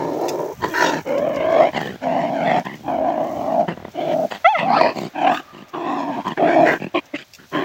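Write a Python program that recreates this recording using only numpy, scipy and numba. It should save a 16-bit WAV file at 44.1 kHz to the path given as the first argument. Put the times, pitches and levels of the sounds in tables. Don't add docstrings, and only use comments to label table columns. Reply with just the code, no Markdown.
import sys
import numpy as np
from scipy import signal
from scipy.fft import rfft, irfft
from scipy.io import wavfile
from scipy.ndimage import uniform_filter1d
from numba import njit

SR = 44100
rng = np.random.default_rng(int(sys.argv[2]) if len(sys.argv) > 2 else 0)


def wrap_up_sound(samples):
    columns = np.atleast_2d(samples).T
    tamed = np.clip(columns, -1, 1)
    steps = np.round(tamed * 32767).astype(np.int16)
    wavfile.write(sys.argv[1], SR, steps)


N = 336924
TIME = np.arange(N) / SR

# (attack [s], roughness [0-1], first pitch [Hz], last pitch [Hz], flutter rate [Hz],
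# flutter depth at full roughness [dB], then boosts of upper rasp, chest, muzzle, snarl, rasp, hiss [dB])
GROWL_RUNS = [ (.034, 0.94, 270, 420, 200, 2.7, -6, 6, 14, -0.088, -10.5, 7),
              (0.0084, .8, 380, 190, 66, 2.5, -4.5, 5, 5, 0.56, -4, 9),
              (.037, 0.66, 250, 320, 48, 3, -6, -1, 4.5, 0, 2, 2.5),
              (0.037, .66, 260, 248, 99, 3.5, -5.5, 1, 3, -1, 1.1, 1),
              (0.052, .64, 300, 260, 52, 2.5, -3.5, -0.5, 8, 0.38, -1.6, -4.5),
              (0.033, .68, 340, 250, 30, 1.9, 2.5, 0.5, -2, -1.1, 0.58, 0),
              (0.038, .83, 180, 330, 100, 2.9, -10, 0, 4.5, -0.69, 2, -8),
              (.035, .57, 298, 285, 37, 4.9, -7, -0.5, 2, -0.11, 0.5, -5),
              (0.017, 0.54, 350, 240, 100, 4.8, -4, 3.5, 11.5, -1.9, -2.5, -1.5),
              (.016, .64, 340, 345, 83, 2.1, -8.5, 5.5, -3.5, 0.77, -1.5, -4), ]
# (time [s], effort [dB], jaw opening as brightness [dB], mouth resonance [Hz])
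GROWL_EFFORT = [
    [(0.0, -28.5, -11, 623), (0.142, -25.5, -22.5, 608), (0.174, -26.5, -27, 667), (0.244, -21, -25, 650),
     (0.298, -27.5, -17, 630), (0.352, -23.5, -24, 574), (0.374, -30.5, -18, 601), (0.4, -21, -22, 570),
     (0.472, -29.5, -25, 660), (0.48, -44.5, -2, 640), (0.502, -26, -25, 619), (0.52, -41, -9, 620)],
    [(0.742, -39, 8, 660), (0.78, -37, 6.5, 710), (0.824, -20, -1.5, 680), (0.872, -22.5, -4, 660),
     (0.916, -25, -3, 696), (0.984, -26.5, -7, 620), (1.005, -53.5, 8.5, 610)],
    [(1.08, -24, -14, 556.7), (1.118, -18, -19, 565), (1.272, -18, -24.5, 587), (1.336, -23.5, -17, 583),
     (1.548, -14.5, -17, 682), (1.56, -13, -20.5, 622), (1.62, -9, -19.5, 648), (1.646, -14, -16.5, 665),
     (1.664, -13, -20, 616), (1.69, -26, -12.5, 630)],
    [(2.04, -26, -9, 628), (2.06, -18, -21, 628), (2.138, -20.5, -13.5, 676), (2.164, -17, -17.5, 660),
     (2.212, -20, -14.5, 676), (2.25, -19, -19.5, 676), (2.278, -25, -15, 677), (2.314, -21.5, -18.5, 676),
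     (2.416, -22, -12, 660), (2.474, -17, -11.5, 704), (2.586, -16.5, -11, 737), (2.605, -27, -10.5, 704)],
    [(2.875, -28.5, -17, 800), (2.887, -21, -15.5, 732), (3.031, -19.5, -25.5, 630),
     (3.089, -16.5, -22.5, 722), (3.149, -24, -17, 634), (3.211, -18.5, -23.5, 630),
     (3.281, -27, -18.5, 600), (3.367, -26, -22.5, 610), (3.531, -19.5, -22.5, 684), (3.583, -15, -43, 690),
     (3.607, -12.5, -24, 680), (3.645, -25, -46, 700)],
    [(3.965, -31.5, -13, 680), (3.997, -19.5, -20.5, 617), (4.007, -22, -14.5, 646),
     (4.051, -23.5, -19, 599), (4.135, -17, -16.5, 650), (4.177, -18.5, -52, 661.5),
     (4.221, -18.5, -40, 640), (4.257, -19.5, -40, 620), (4.265, -32, -31, 650)],
    [(4.59, -38.5, 8.5, 660), (4.612, -21, -7.5, 622), (4.66, -20.5, -18.5, 777),
     (4.704, -14.5, -15.5, 767), (4.754, -14.5, -12.5, 842), (4.786, -17, -6, 633), (4.818, -14, -9, 698),
     (4.87, -16, -8.5, 630), (4.915, -30, -8, 650)],
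    [(5.165, -28.5, -12, 750), (5.261, -14, -15, 760), (5.269, -10.5, -10, 780), (5.299, -14.5, -13.5, 710),
     (5.333, -18, -11, 720), (5.381, -44.5, 8.5, 760), (5.4, -37.5, -6, 731)],
    [(5.745, -33.5, -6.5, 680), (5.791, -30, -14, 703), (5.845, -29.5, -13, 666), (5.893, -24, -13, 717),
     (5.969, -25.5, -13.5, 780), (6.017, -27.5, -10.5, 646), (6.057, -31.5, -9.5, 723),
     (6.103, -21.5, -19, 684), (6.141, -39, -1, 646), (6.193, -21, -20, 660), (6.21, -46, 3, 690)],
    [(6.38, -34.5, 4.5, 625), (6.396, -17, -16, 633), (6.434, -13.5, -20.5, 709), (6.49, -15.5, -8, 671),
     (6.544, -19, -8, 639), (6.562, -11.5, -16.5, 691), (6.644, -11, -20.5, 670), (6.672, -14.5, -6.5, 628),
     (6.722, -23, -2, 607), (6.74, -20.5, -5.5, 650), (6.76, -38.5, 4.5, 650)],
]
# (time [s], muzzle [Hz], snarl [Hz], rasp [Hz], upper rasp [Hz])
GROWL_SHAPES = [
    [(0, 910, 1650, 2000, 2840), (.25, 864, 1750, 2080, 3130), (.52, 860, 1600, 2010, 3080)],
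    [(.75, 960, 1600, 2580, 3180), (.78, 980, 1640, 2620, 3480), (.835, 950, 1520, 2430, 3100),
     (.86, 850, 1660, 2850, 3640), (.91, 880, 1610, 2550, 3660), (.95, 865, 1710, 2450, 3320),
     (1.0, 875, 1600, 2330, 2950)],
    [(1.08, 910, 1410, 2230, 2820), (1.15, 980, 1410, 2050, 2880), (1.22, 1040, 1680, 2260, 3170),
     (1.38, 1030, 1660, 2150, 2900), (1.55, 1043, 1660, 2180, 3300), (1.63, 910, 1910, 2030, 3080),
     (1.69, 940, 1940, 2230, 2900)],
    [(2.04, 830, 1620, 2070, 2810), (2.14, 815, 1500, 2070, 2830), (2.22, 870, 2030, 2040, 2960),
     (2.34, 835, 1620, 2170, 3050), (2.42, 790, 1460, 2190, 3100), (2.48, 814, 1900, 2070, 3320),
     (2.6, 870, 1830, 2180, 3100)],
    [(2.88, 990, 1650, 2500, 3180), (2.97, 890, 1400, 2200, 2940), (3.14, 907, 1590, 2060, 2880),
     (3.22, 920, 1560, 2080, 3000), (3.31, 1080, 1980, 2010, 3040), (3.45, 1010, 1820, 2250, 2700),
     (3.64, 880, 1800, 2350, 2980)],
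    [(3.97, 870, 1590, 2180, 3130), (4.07, 840, 1800, 2280, 3200), (4.15, 845, 1780, 2450, 3040),
     (4.26, 920, 1800, 2350, 3070)],
    [(4.59, 930, 2040, 2830, 3300), (4.65, 940, 1990, 2700, 3420), (4.69, 1000, 1450, 2030, 2900),
     (4.73, 1130, 1580, 2280, 3300), (4.765, 1270, 1640, 2540, 3830), (4.79, 1160, 1630, 2190, 3120),
     (4.83, 935, 1950, 2370, 2780), (4.915, 1060, 1820, 2620, 2820)],
    [(5.165, 874, 1700, 2540, 3050), (5.24, 850, 1600, 2610, 3040), (5.28, 1000, 1670, 2560, 2900),
     (5.33, 1210, 1550, 2740, 3360), (5.39, 1230, 1630, 2930, 3630)],
    [(5.745, 1060, 1740, 2720, 3530), (5.82, 1030, 1820, 2620, 3600), (5.95, 1057, 1850, 2620, 3640),
     (6.1, 880, 1620, 2170, 3040), (6.21, 916, 1580, 2380, 3180)],
    [(6.38, 910, 1800, 2260, 3230), (6.59, 940, 1700, 2370, 3230), (6.66, 970, 1870, 2400, 3440),
     (6.76, 1080, 1710, 2400, 3350)],
]
# (time [s], low [Hz], middle [Hz], high [Hz], boost [dB])
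GROWL_HISS = [
    [(0.0, 3940, 5660, 6790, 0), (0.146, 4150, 5400, 6510, 1), (0.326, 4030, 5300, 6730, 5),
     (0.394, 3790, 5570, 6630, -10), (0.52, 3920, 5390, 6510, -9)],
    [(0.75, 3980, 5400, 6230, 0.5), (0.804, 4070, 5750, 6360, -1), (0.876, 3740, 5660, 6440, 3),
     (1.0, 4120, 5790, 6500, -1)],
    [(1.08, 4100, 5510, 6580, 1), (1.166, 3950, 5450, 6490, -1), (1.398, 4070, 5550, 6590, -4),
     (1.596, 3700, 5290, 6510, -1.5), (1.69, 3890, 5630, 6600, -3)],
    [(2.04, 4060, 5350, 6680, 0.5), (2.158, 4250, 5640, 6470, 1.5), (2.2, 4120, 5620, 7000, 1),
     (2.27, 4000, 5600, 6560, -1), (2.4, 4190, 5600, 6480, -1), (2.6, 3970, 5410, 7010, -4)],
    [(2.88, 4110, 5550, 6820, -6), (2.942, 3880, 5380, 6420, 2), (3.068, 3920, 5590, 6400, 4),
     (3.396, 4180, 5350, 7090, 2), (3.456, 3900, 5380, 6650, 0), (3.64, 4150, 5700, 6420, 14)],
    [(3.97, 4130, 5630, 6660, -2), (4.04, 4030, 5410, 6840, 2), (4.164, 3890, 5620, 6510, 0),
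     (4.26, 4070, 5360, 6480, 0)],
    [(4.59, 3730, 5240, 7600, -1), (4.71, 4230, 5470, 6420, 0), (4.764, 4140, 5150, 6610, 1.5),
     (4.91, 4020, 5180, 7180, 1)],
    [(5.17, 3860, 5590, 6480, 0), (5.23, 4070, 5760, 6490, 4), (5.264, 3790, 5700, 6380, -6),
     (5.336, 3740, 5430, 7260, 7), (5.39, 3760, 5630, 6840, 9)],
    [(5.75, 3750, 5730, 6460, -7), (5.808, 3870, 5640, 6960, -1), (5.906, 3750, 5510, 6840, 1),
     (6.0, 3980, 5390, 6500, 9), (6.2, 3840, 5500, 6610, -2)],
    [(6.38, 4070, 5510, 6580, -9), (6.532, 4270, 5420, 6650, -1), (6.598, 4080, 5350, 6780, 3),
     (6.76, 3920, 5570, 6600, 5)],
]
# (base width [Hz], level [dB])
HISS_SHAPES = [(330, 1.5), (400, 2), (600, -3.5)]
# (frequency [Hz], width [Hz])
TEETH_RESONANCES = [(4330, 770), (4880, 71)]
# (time [s], level [dB])
TEETH_LEVEL = [(4.6, -4), (4.69, 22), (4.77, 34), (4.9, 33), (5.15, -18), (5.31, -7), (5.36, 0),
               (5.45, -22)]
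# (peak time [s], half length [s], level [dB])
WHINE_SWELLS = [(1.12, 0.035, -17), (1.23, 0.064, -18), (1.44, 0.061, -24.5), (3.59, .035, -18),
                (4.16, 0.054, -20.5), (5.28, 0.013, -26.5), (6.62, 0.045, -28)]
# (time [s], strength [dB])
VOICE_CATCHES = [(0.639, 5.5), (0.74, -2), (1.366, 2.5), (1.492, 1.5), (1.563, 3.5), (1.599, 3), (2.667, 3),
                 (2.88, 5), (3.01, 4), (3.173, 2.5), (3.473, 2), (3.846, 9), (4.314, -1), (4.81, 4.5),
                 (5.252, -1.5), (6.375, 4.5), (6.424, 4.5)]
# (time [s], length [s], attack [s], #
# effort [dB], its drop [dB], jaw opening [dB], its growth [dB], pitch [Hz], roughness [0-1], muzzle [Hz], #
# snarl [Hz], rasp [Hz], then boosts of chest, muzzle, upper rasp [dB])
SHORT_CALLS = [ (0.69, 0.067, 0.031, -36, -1, -8, 5, 327, 0.2, 955, 1700, 2420, 5.1, 0, 0),
               (6.938, 0.068, 0.017, -17.5, 27, -9, 18.5, 329.6, 0.54, 1030, 2490, 2770, 9, 3.5, 2),
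               (7.129, 0.04, 0.018, -25, 14, -9.5, 22, 305, 0.38, 1160, 1990, 2500, 6.9, -11, -11),
               (7.512, 0.15, 0.048, -26, 8.5, 0, -6, 330.6, 0.8, 1034, 1650, 2500, 7.8, 2.5, 0), ]
# (low [Hz], middle [Hz], high [Hz])
SHORT_CALL_HISS = [4000, 5400, 7100]
# (time [s], pitch [Hz], level [dB])
YELP_ARCH = [(4.442, 750, -25), (4.448, 639, -13.5), (4.463, 680, -9.5), (4.472, 740, -8),
             (4.499, 880, -15.5), (4.523, 873, -18.5), (4.55, 696, -18.5), (4.567, 627, -20.5),
             (4.595, 497, -46)]
# (frequency [Hz], width [Hz], level [dB])
YELP_RESONANCES = [(1300, 260, -1.5), (2040, 320, -2), (2650, 600, -18), (3340, 370, -17),
                   (4230, 1100, -37), (6100, 1700, -44)]
# (time [s], rise [s], length [s],
# peak [dB], its drop [dB], first and last flap rate [Hz], mouth [Hz], first and last snarl [Hz],
# nose [Hz], then, compared with the peak, chest, muzzle, snarl, nose, hiss [dB])
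BREATHS = [ (0.593, 0.05, 0.13, -31.5, 20, 123.6, 118.8, 740, 1750, 1640, 3070, 7, 8, 0.5, -8, -9),
           (1.719, 0.051, 0.26, -22, 37, 77.9, 54, 843, 1960, 1590, 2970, -2, -6.5, -3.5, -9, -16.5),
           (2.637, 0.029, 0.15, -35, 25.5, 66.4, 61.7, 930, 1860, 2020, 3060, 4.5, 1.5, 2.5, -5, -22),
           (2.765, 0.014, 0.2, -59.5, 17, 74.7, 74.3, 694, 1900, 1900, 3130, 17.5, -8, -10, 3, -10),
           (3.674, 0.014, 0.082, -28, 28, 193.7, 90, 746, 1880, 1750, 2820, 6, 1, -2, -6.5, -21),
           (3.745, 0.01, 0.17, -43.5, 1, 41.4, 36.5, 760, 1750, 1830, 3080, 5, -2.5, -9, -17, -35),
           (4.302, 0.013, 0.095, -28, 21.5, 134.2, 98, 826, 1700, 1820, 3220, -8.5, -2.5, -4.5, -5.5, -12),
           (4.932, 0.046, .17, -26, 16.4, 82.6, 49.5, 784, 2170, 2240, 2900, 1, -7.5, -13.5, -13.5, -12.5),
           (5.524, 0.019, 0.134, -51.5, 9.7, 46.45, 51.4, 740, 1680, 1700, 2940, 13.5, 5, 0, 3.5, -5),
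           (6.241, 0.029, 0.11, -31, 19, 134.3, 68.5, 860, 1650, 1760, 2990, 6, 11.5, -0.5, -2.5, -14.5),
           (6.784, 0.04, 0.12, -34.5, 26, 67.1, 31.4, 674, 1680, 1680, 2570, 9, -10, -5, -0.5, -18),
           (7.146, 0.0056, 0.1, -41, 15.5, 157.1, 109.3, 710, 1780, 1790, 2950, -0.5, -20, 3.5, 9, -1),
           (7.375, 0.025, 0.1, -66, 17, 79.7, 74.6, 720, 1620, 1510, 2960, 19.5, -4, 20.5, 11, 2), ]
# (frequency [Hz], width [Hz], level [dB])
NOSE_LOW = [(2450, 450, -5)]
NOSE_HIGH = [(3810, 680, 10), (4490, 490, 11), (6560, 470, 3), (7520, 300, 3)]
# (time [s], level [dB])
CHAIN_KNOCKS = [(0.283, -19.5), (0.2897, -19.5), (1.18, -31), (1.345, -38), (1.359, -32.5), (1.505, -39),
                (1.522, -36), (2.5935, -34), (2.651, -35), (2.7372, -46), (2.752, -44), (2.765, -46),
                (3.915, -43), (4.128, -39), (5.683, -44), (5.692, -45), (6.28, -31), (7.056, -41),
                (7.3358, -30), (7.3488, -31.5)]
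# (time [s], delay [ms])
ECHO_DELAY = [(.2, 2.23), (.83, 2.11), (.95, 2.23), (1.1, 2.37), (1.28, 1.5), (1.4, 1.94), (1.56, 1.86),
              (1.7, 1.13), (1.87, 1.7), (2.03, 1.26), (2.15, 1.12), (2.26, 1.08), (2.35, 1.27), (2.5, 1.51),
              (2.57, 1.5), (2.7, 1.04), (2.93, 1.32), (3.04, 1.18), (3.17, 1.18), (3.45, 0.92),
              (3.65, 1.44), (4.1, 1.38), (4.58, 1.56), (4.66, 1.52), (4.7, 1.2), (4.81, 0.4), (5.0, 0.42),
              (5.17, 1.2), (5.27, 1.4), (5.38, 0.74), (5.75, 1.25), (6.18, 1.08), (6.27, 0.86),
              (6.42, 1.57), (6.58, 1.16), (6.7, 1.38), (7.15, 0.82), (7.55, 0.99)]
# (frequency [Hz], level [dB])
LINK_COLOUR = [(1200, -20), (2200, -3), (2700, 10.5), (3100, -19), (3500, 3.5), (4100, -6.5), (4700, 5),
               (5600, 5), (6800, 2.5), (9500, -18.5), (12300, -9), (15500, -8.5)]
RUSTLE_COLOUR = [(2500, -41.5), (6000, -2.5), (8000, -13.5), (9700, -25.5), (11500, -14.5), (13000, -14.5),
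                 (15500, -5)]
BREEZE_COLOUR = [(15, -52), (30, -24), (50, -22), (80, -6.5), (120, -5.5), (250, -21), (600, -81.5)]
HUSH_COLOUR = [(18, -39.5), (30, -7.5), (271, 1), (447, -1), (612, 5.5), (1010, -0.5), (1270, -4.5),
               (1490, 0), (2520, -3), (2870, -5), (3740, -5), (6480, -13), (8640, -25), (15800, -22)]
# (peak time [s], half length [s], level [dB])
RUSTLE_SWELLS = [(.33, .25, -47.5), (.8, 0.11, -39), (1.2, 0.23, -54), (1.85, 0.079, -50.5),
                 (2.8, 0.1, -56), (3.36, 0.12, -51), (4.23, 0.16, -51), (5.0, 0.058, -49.5),
                 (5.36, 0.028, -45), (6.72, 0.053, -45), (7.56, 0.06, -54.5)]
BREEZE_SWELLS = [(.07, 0.053, -44), (.64, 0.058, -34.5), (1.38, 0.29, -46.5), (1.85, 0.18, -44),
                 (2.98, 0.08, -40), (3.36, 0.085, -43.5), (3.85, .12, -47), (4.9, 0.19, -61),
                 (6.55, 0.089, -66.5)]
FAR_TONE_SWELLS = [(.7, 0.17, -52), (5.5, 0.21, -50)]
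# (time [s], level [dB])
HUSH_LEVEL = [(.5, -48), (2.0, -47.5), (2.9, -52), (4.4, -48), (5.5, -48), (7.07, -49.5), (7.28, -56.5)]
HUSH_TREBLE = [(.2, 3.5), (.55, -7), (1.25, -20), (1.6, 2), (2.0, -1.5), (2.4, 3), (2.75, 3.5), (3.1, -7),
               (3.45, 5.5), (3.8, -3.5), (4.2, 4.5), (5.0, -3.5), (5.5, -3), (5.7, -12), (6.2, 2),
               (7.05, -6.5), (7.28, 8), (7.5, 10)]

# (level in a usual growl [dB], gain with effort [dB/dB], with jaw [dB/dB])
CHEST_LAW, MUZZLE_LAW, SNARL_LAW = (-26.5, 0.46, 0.071), (-31.5, 1, 1), (-33.5, 1, 1.37)
RASP_LAW, HISS_LAW = (-35.5, 0.84, 1), (-50.5, 0.82, 0.96)
USUAL_EFFORT_DB, USUAL_JAW_DB = -19, -13


def growl(effort, shape, hiss, row, roughening=.22):
    attack_s, rough, first_hz, last_hz, flutter_hz, flutter_db, upper_db, *colour_db = row
    release_s = .033
    t = np.arange(effort[0][0] - attack_s, effort[-1][0] + release_s, 1 / SR)
    effort_db, jaw_db, mouth_hz = follow(effort, t)
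    levels = balance(effort_db, jaw_db, fades(t, attack_s, release_s), colour_db)
    *hiss_hz, hiss_db = follow(hiss, t)
    levels[-1] = levels[-1] + hiss_db
    pitch = np.linspace(first_hz, last_hz, len(t))
    rough = rough + roughening * np.linspace(-.5, .5, len(t))
    return t[0], voice(t, levels, pitch, rough, mouth_hz, follow(shape, t) + hiss_hz, upper_db,
                       wide=.964, flutter_hz=flutter_hz, flutter_db=flutter_db)


def voice(t, levels, pitch, rough, mouth_hz, upper_resonances, upper_db,
          wide=0.72, flutter_hz=102, flutter_db=4.5, jitter=.44, shimmer_db=4, drift_hz=22):
    rough = np.clip(rough, 0, 1)
    teeth_db = follow(TEETH_LEVEL, t)[0]
    blur = wide * (1 + .03 * np.clip(levels[3] - SNARL_LAW[0], 0, 20))
    levels = levels[:3] + [db + 2.2 * wander(t, drift_hz) for db in levels[3:]]
    levels[-1] = levels[-1] + 0.58 * np.maximum(teeth_db, 0)
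    muzzle_hz, snarl_hz, rasp_hz, upper_hz, *hiss_hz = [
        hz * (1 + .024 * wander(t, drift_hz)) for hz in upper_resonances]

    cycles = np.cumsum(pitch * np.exp(jitter * rough ** 1.5 * wander(t, 330))) / SR
    flutter = np.cos(2 * np.pi * np.cumsum(flutter_hz * np.exp(0.195 * wander(t, 69.9))) / SR)
    chop = amp(rough * (flutter_db * flutter + 2.6 * wander(t, 49)))
    slaps = unit(clicks(cycles, amp(shimmer_db * rough * wander(t, 400))))
    puffs = unit((0.083 + np.exp(-(cycles % 1) / .5)) * rng.standard_normal(N)[:len(t)])
    whine_phase = 2 * np.pi * np.cumsum(mouth_hz * (1 + .04 * wander(t, 150))) / SR
    whine = np.interp(t, TIME, swells(WHINE_SWELLS, steady_db=-46)) * np.sin(whine_phase)
    drive = chop * (slaps + whine + 0.63 * rough * puffs)
    airy = chop * (slaps + 3.5 * puffs)

    mouth = [(mouth_hz, 135 * wide, 0), (mouth_hz * 1.113, 120 * wide, -13)]
    chest = [(pitch * .98, 205 * wide, 0), (175, 60, -5)]
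    muzzle, snarl = [(muzzle_hz, 190 * wide, 0)], [(snarl_hz, 280 * blur, 0)]
    rasp = [(rasp_hz, 270 * blur, 0), (upper_hz, 270 * blur, upper_db),
            (upper_hz * 1.2, 400 * blur, upper_db - 15)]
    hiss = [(hz, width * blur, db) for hz, (width, db) in zip(hiss_hz, HISS_SHAPES)]
    hiss += [(hz, width, teeth_db) for hz, width in TEETH_RESONANCES]
    return throat(t, drive, airy, levels, [mouth, chest, muzzle], [snarl, rasp, hiss], even_s=0.026)


def throat(t, drive, airy, levels, low_groups, high_groups, even_s):
    mouth_db, *relative_db = levels
    drive = signal.sosfilt(signal.butter(4, 155, "high", fs=SR, output="sos"), drive)
    airy = signal.sosfilt(signal.butter(6, 8600, fs=SR, output="sos"), airy)
    drive, airy = ground_echo(drive, t), ground_echo(airy, t)
    parts = [bank(drive, group) for group in low_groups] + [bank(airy, group) for group in high_groups]
    sound = sum(amp(mouth_db + db) * even_out(part, even_s) for db, part in zip([0] + relative_db, parts))
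    return sound * signal.windows.tukey(len(t), min(0.0064 * SR / len(t), 1))


def balance(effort_db, jaw_db, fade_db, colour_db):
    laws = [CHEST_LAW, MUZZLE_LAW, SNARL_LAW, RASP_LAW, HISS_LAW]
    push, opening = effort_db - USUAL_EFFORT_DB, jaw_db - USUAL_JAW_DB
    return [effort_db + fade_db] + [db + boost_db + by_effort * push + by_jaw * opening - effort_db
                                    for (db, by_effort, by_jaw), boost_db in zip(laws, colour_db)]


def catches(switch_s=.0008, linger_s=.011):
    s, db = np.array(VOICE_CATCHES).T[:, :, None]
    since = TIME - s
    jolts_db = db * np.tanh(since / switch_s) / (1 + (since / linger_s) ** 2) ** 2
    return amp(jolts_db.sum(0))


def short_call(start, length, attack_s, effort_db, drop_db, jaw_db, opens_db, pitch, rough, muzzle_hz,
                snarl_hz, rasp_hz, chest_db, muzzle_db, upper_db, mouth_hz=577, upper_hz=3200):
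    t = start + np.arange(0, length, 1 / SR)
    late = ((t - start) / length) ** 2
    levels = balance(effort_db - drop_db * late, jaw_db + opens_db * late,
                     fades(t, attack_s, release_s=0.02), colour_db=[chest_db, muzzle_db, 0, 0, -9])
    resonances = [muzzle_hz, snarl_hz, rasp_hz, upper_hz, *SHORT_CALL_HISS]
    return start, voice(t, levels, pitch, rough, mouth_hz, resonances, upper_db)


def yelp(jitter=0.0016, breath_db=-29):
    t = np.arange(YELP_ARCH[0][0], YELP_ARCH[-1][0], 1 / SR)
    pitch, level_db = follow(YELP_ARCH, t)
    phase = 2 * np.pi * np.cumsum(uniform_filter1d(pitch, 400) * (1 + jitter * wander(t, 407))) / SR
    harmonic = np.arange(2, 12)[:, None]
    colour = sum(amp(db) / (1 + (2 * (harmonic * pitch - hz) / width) ** 2) ** 2
                 for hz, width, db in YELP_RESONANCES)
    overtones = (colour * np.sin(harmonic * phase)).sum(0)
    breath = amp(breath_db) * unit(bank(rng.standard_normal(N)[:len(t)], YELP_RESONANCES))
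    tone = np.sqrt(2) * (np.sin(phase) + amp(wander(t, 180)) * overtones)
    return t[0], amp(level_db) * (tone + breath) * signal.windows.tukey(len(t), .07)


def snort_or_puff(start, rise_s, length, peak_db, drop_db, first_rate, last_rate, mouth_hz, first_snarl,
                  last_snarl, nose_hz, chest_db, muzzle_db, *treble_db, pops_per_s=110, opens_s=0.0044):
    t = start + np.arange(0, length, 1 / SR)
    drop = drop_db * np.clip((t - start - rise_s) / (length - rise_s), 0, 1)
    mouth_db = peak_db - drop + fades(t, rise_s, release_s=0.025)
    levels = [mouth_db, chest_db + .71 * drop, muzzle_db] + [db + .45 * drop for db in treble_db]
    rate = np.geomspace(first_rate, last_rate, len(t))
    cycles = .82 + np.cumsum(rate * np.exp(.12 * wander(t, 80))) / SR
    sizes = amp(2.5 * wander(t, 120))
    flaps = unit(clicks(cycles, sizes))
    puffs = unit(sizes * (1 + np.exp(-(-cycles % 1) / 0.35)) * rng.standard_normal(N)[:len(t)])
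    pops = amp(-1) * unit((rng.random(N) < pops_per_s / SR)[:len(t)] * sizes)
    drive, airy = flaps + 0.47 * puffs, flaps + pops + 2 * puffs

    opened = .42 + .58 * np.minimum(cycles % 1 / rate / opens_s, 1)
    mouth, muzzle = [(mouth_hz * opened, 200, 0)], [(994, 183, 0)]
    chest = [(217, 256, 0.93), (334, 126, -1.6)]
    snarl = [(np.linspace(first_snarl, last_snarl, len(t)), 340, 0)]
    wet = [[(hz * (1 + .05 * wander(t, 190)), width, db) for hz, width, db in group]
           for group in (snarl, NOSE_LOW + [(nose_hz, 420, 0)], NOSE_HIGH)]
    return start, throat(t, drive, airy, levels, [mouth, chest, muzzle], wet, even_s=0.11)


def chain(rise_s=0.00018, fall_s=0.0085):
    s, db = np.array(CHAIN_KNOCKS).T[:, :, None]
    since = np.maximum(TIME - s, 0)
    knocks = amp(db) * (1 - np.exp(-since / rise_s)) * np.exp(-since / fall_s)
    return knocks.sum(0) * noise(LINK_COLOUR) / 2


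def ground_echo(x, t, strength=.5):
    delay_s = follow(ECHO_DELAY, t)[0] / 1000
    return x + strength * np.interp(t - delay_s, t, uniform_filter1d(x, size=5))


def ground_scatter(x, echo_db=-27, fade_s=0.01):
    t = np.arange(SR // 3) / SR
    echoes = rng.standard_normal(len(t)) * (rng.random(len(t)) < .05)
    echoes *= amp(-60 * t / fade_s) * (t > .005)
    return x + amp(echo_db) * signal.oaconvolve(x, echoes / np.linalg.norm(echoes))[:N]


def breeze():
    lumps = unit(amp(3 * wander(TIME, 13)))
    return swells(BREEZE_SWELLS, steady_db=-65) * lumps * noise(BREEZE_COLOUR)


def rustle():
    grain = unit(amp(3 * wander(TIME, 330)))
    return swells(RUSTLE_SWELLS, steady_db=-60) * grain * noise(RUSTLE_COLOUR)


def background_hush(treble_hz=3500):
    hush = noise(HUSH_COLOUR)
    treble = signal.sosfiltfilt(signal.butter(2, treble_hz, "high", fs=SR, output="sos"), hush)
    hush = hush - treble + amp(follow(HUSH_TREBLE, TIME)[0]) * treble
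    return amp(follow(HUSH_LEVEL, TIME)[0]) * hush


def far_tone():
    tone = unit(resonate(rng.standard_normal(N), hz=1210, width=110))
    return swells(FAR_TONE_SWELLS, steady_db=-73.5) * tone


def amp(db):
    return 10 ** (np.asarray(db) / 20)


def unit(x):
    return x / np.sqrt(np.mean(x ** 2) + 1e-20)


def even_out(x, seconds):
    size = int(seconds * SR)
    power = uniform_filter1d(uniform_filter1d(x ** 2, size), size // 2)
    return x / np.sqrt(abs(power) + 1e-14)


def follow(rows, t):
    s, *columns = np.transpose(rows)
    return [np.interp(t, s, column) for column in columns]


def fades(t, attack_s, release_s, quiet_db=-31):
    rising = np.clip(1 - (t - t[0]) / attack_s, 0, 1)
    falling = np.clip(1 - (t[-1] - t) / release_s, 0, 1)
    return quiet_db * (rising ** 2 + falling ** 2)


def swells(rows, steady_db):
    bells = sum(amp(db) / (1 + ((TIME - s) / half_s) ** 2 / 2) ** 2 for s, half_s, db in rows)
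    return amp(steady_db) + bells


def wander(t, hz):
    knots = np.arange(t[0], t[-1] + 2 / hz, 1 / hz)
    heights = np.resize(rng.standard_normal(4096), len(knots))
    return unit(np.interp(t, knots, heights))


def noise(colour):
    hz, db = np.transpose(colour)
    gain = amp(np.interp(np.log(np.fft.rfftfreq(N, 1 / SR) + 1), np.log(hz), db))
    return unit(irfft(rfft(rng.standard_normal(N)) * gain, N))


def clicks(cycles, sizes):
    return np.diff(np.floor(cycles), prepend=np.floor(cycles[0])) * sizes


@njit
def ring(x, pole):
    out, first, second = np.zeros(len(x)), 0j, 0j
    for i in range(len(x)):
        leak = 1 - abs(pole[i])
        first = first * pole[i] + leak * x[i]
        second = second * pole[i] + leak * first
        out[i] = second.real
    return out


def resonate(x, hz, width):
    return ring(x, np.exp((2j * np.pi * hz - np.pi * width) / SR) * np.ones(len(x)))


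def bank(x, group):
    return sum(amp(db) * resonate(x, hz, width) for hz, width, db in group)


def add(mix, s, sound):
    at = round(s * SR)
    sound = sound[max(-at, 0):]
    part = mix[max(at, 0):][:len(sound)]
    part += sound[:len(part)]


def scene():
    dog = np.zeros(N)
    for parts in zip(GROWL_EFFORT, GROWL_SHAPES, GROWL_HISS, GROWL_RUNS):
        add(dog, *growl(*parts))
    for row in SHORT_CALLS:
        add(dog, *short_call(*row))
    for row in BREATHS:
        add(dog, *snort_or_puff(*row))
    add(dog, *yelp())
    nearby = ground_scatter(dog * catches() + chain())
    return (nearby + far_tone() + breeze() + rustle() + background_hush())[None]


def record(dry):
    lowpass = signal.firwin(511, 15900, window=("kaiser", 9), fs=SR)
    return signal.oaconvolve(np.clip(dry, -1, 1), lowpass[None], "same")


dry = scene()
out = record(dry)
wrap_up_sound(out)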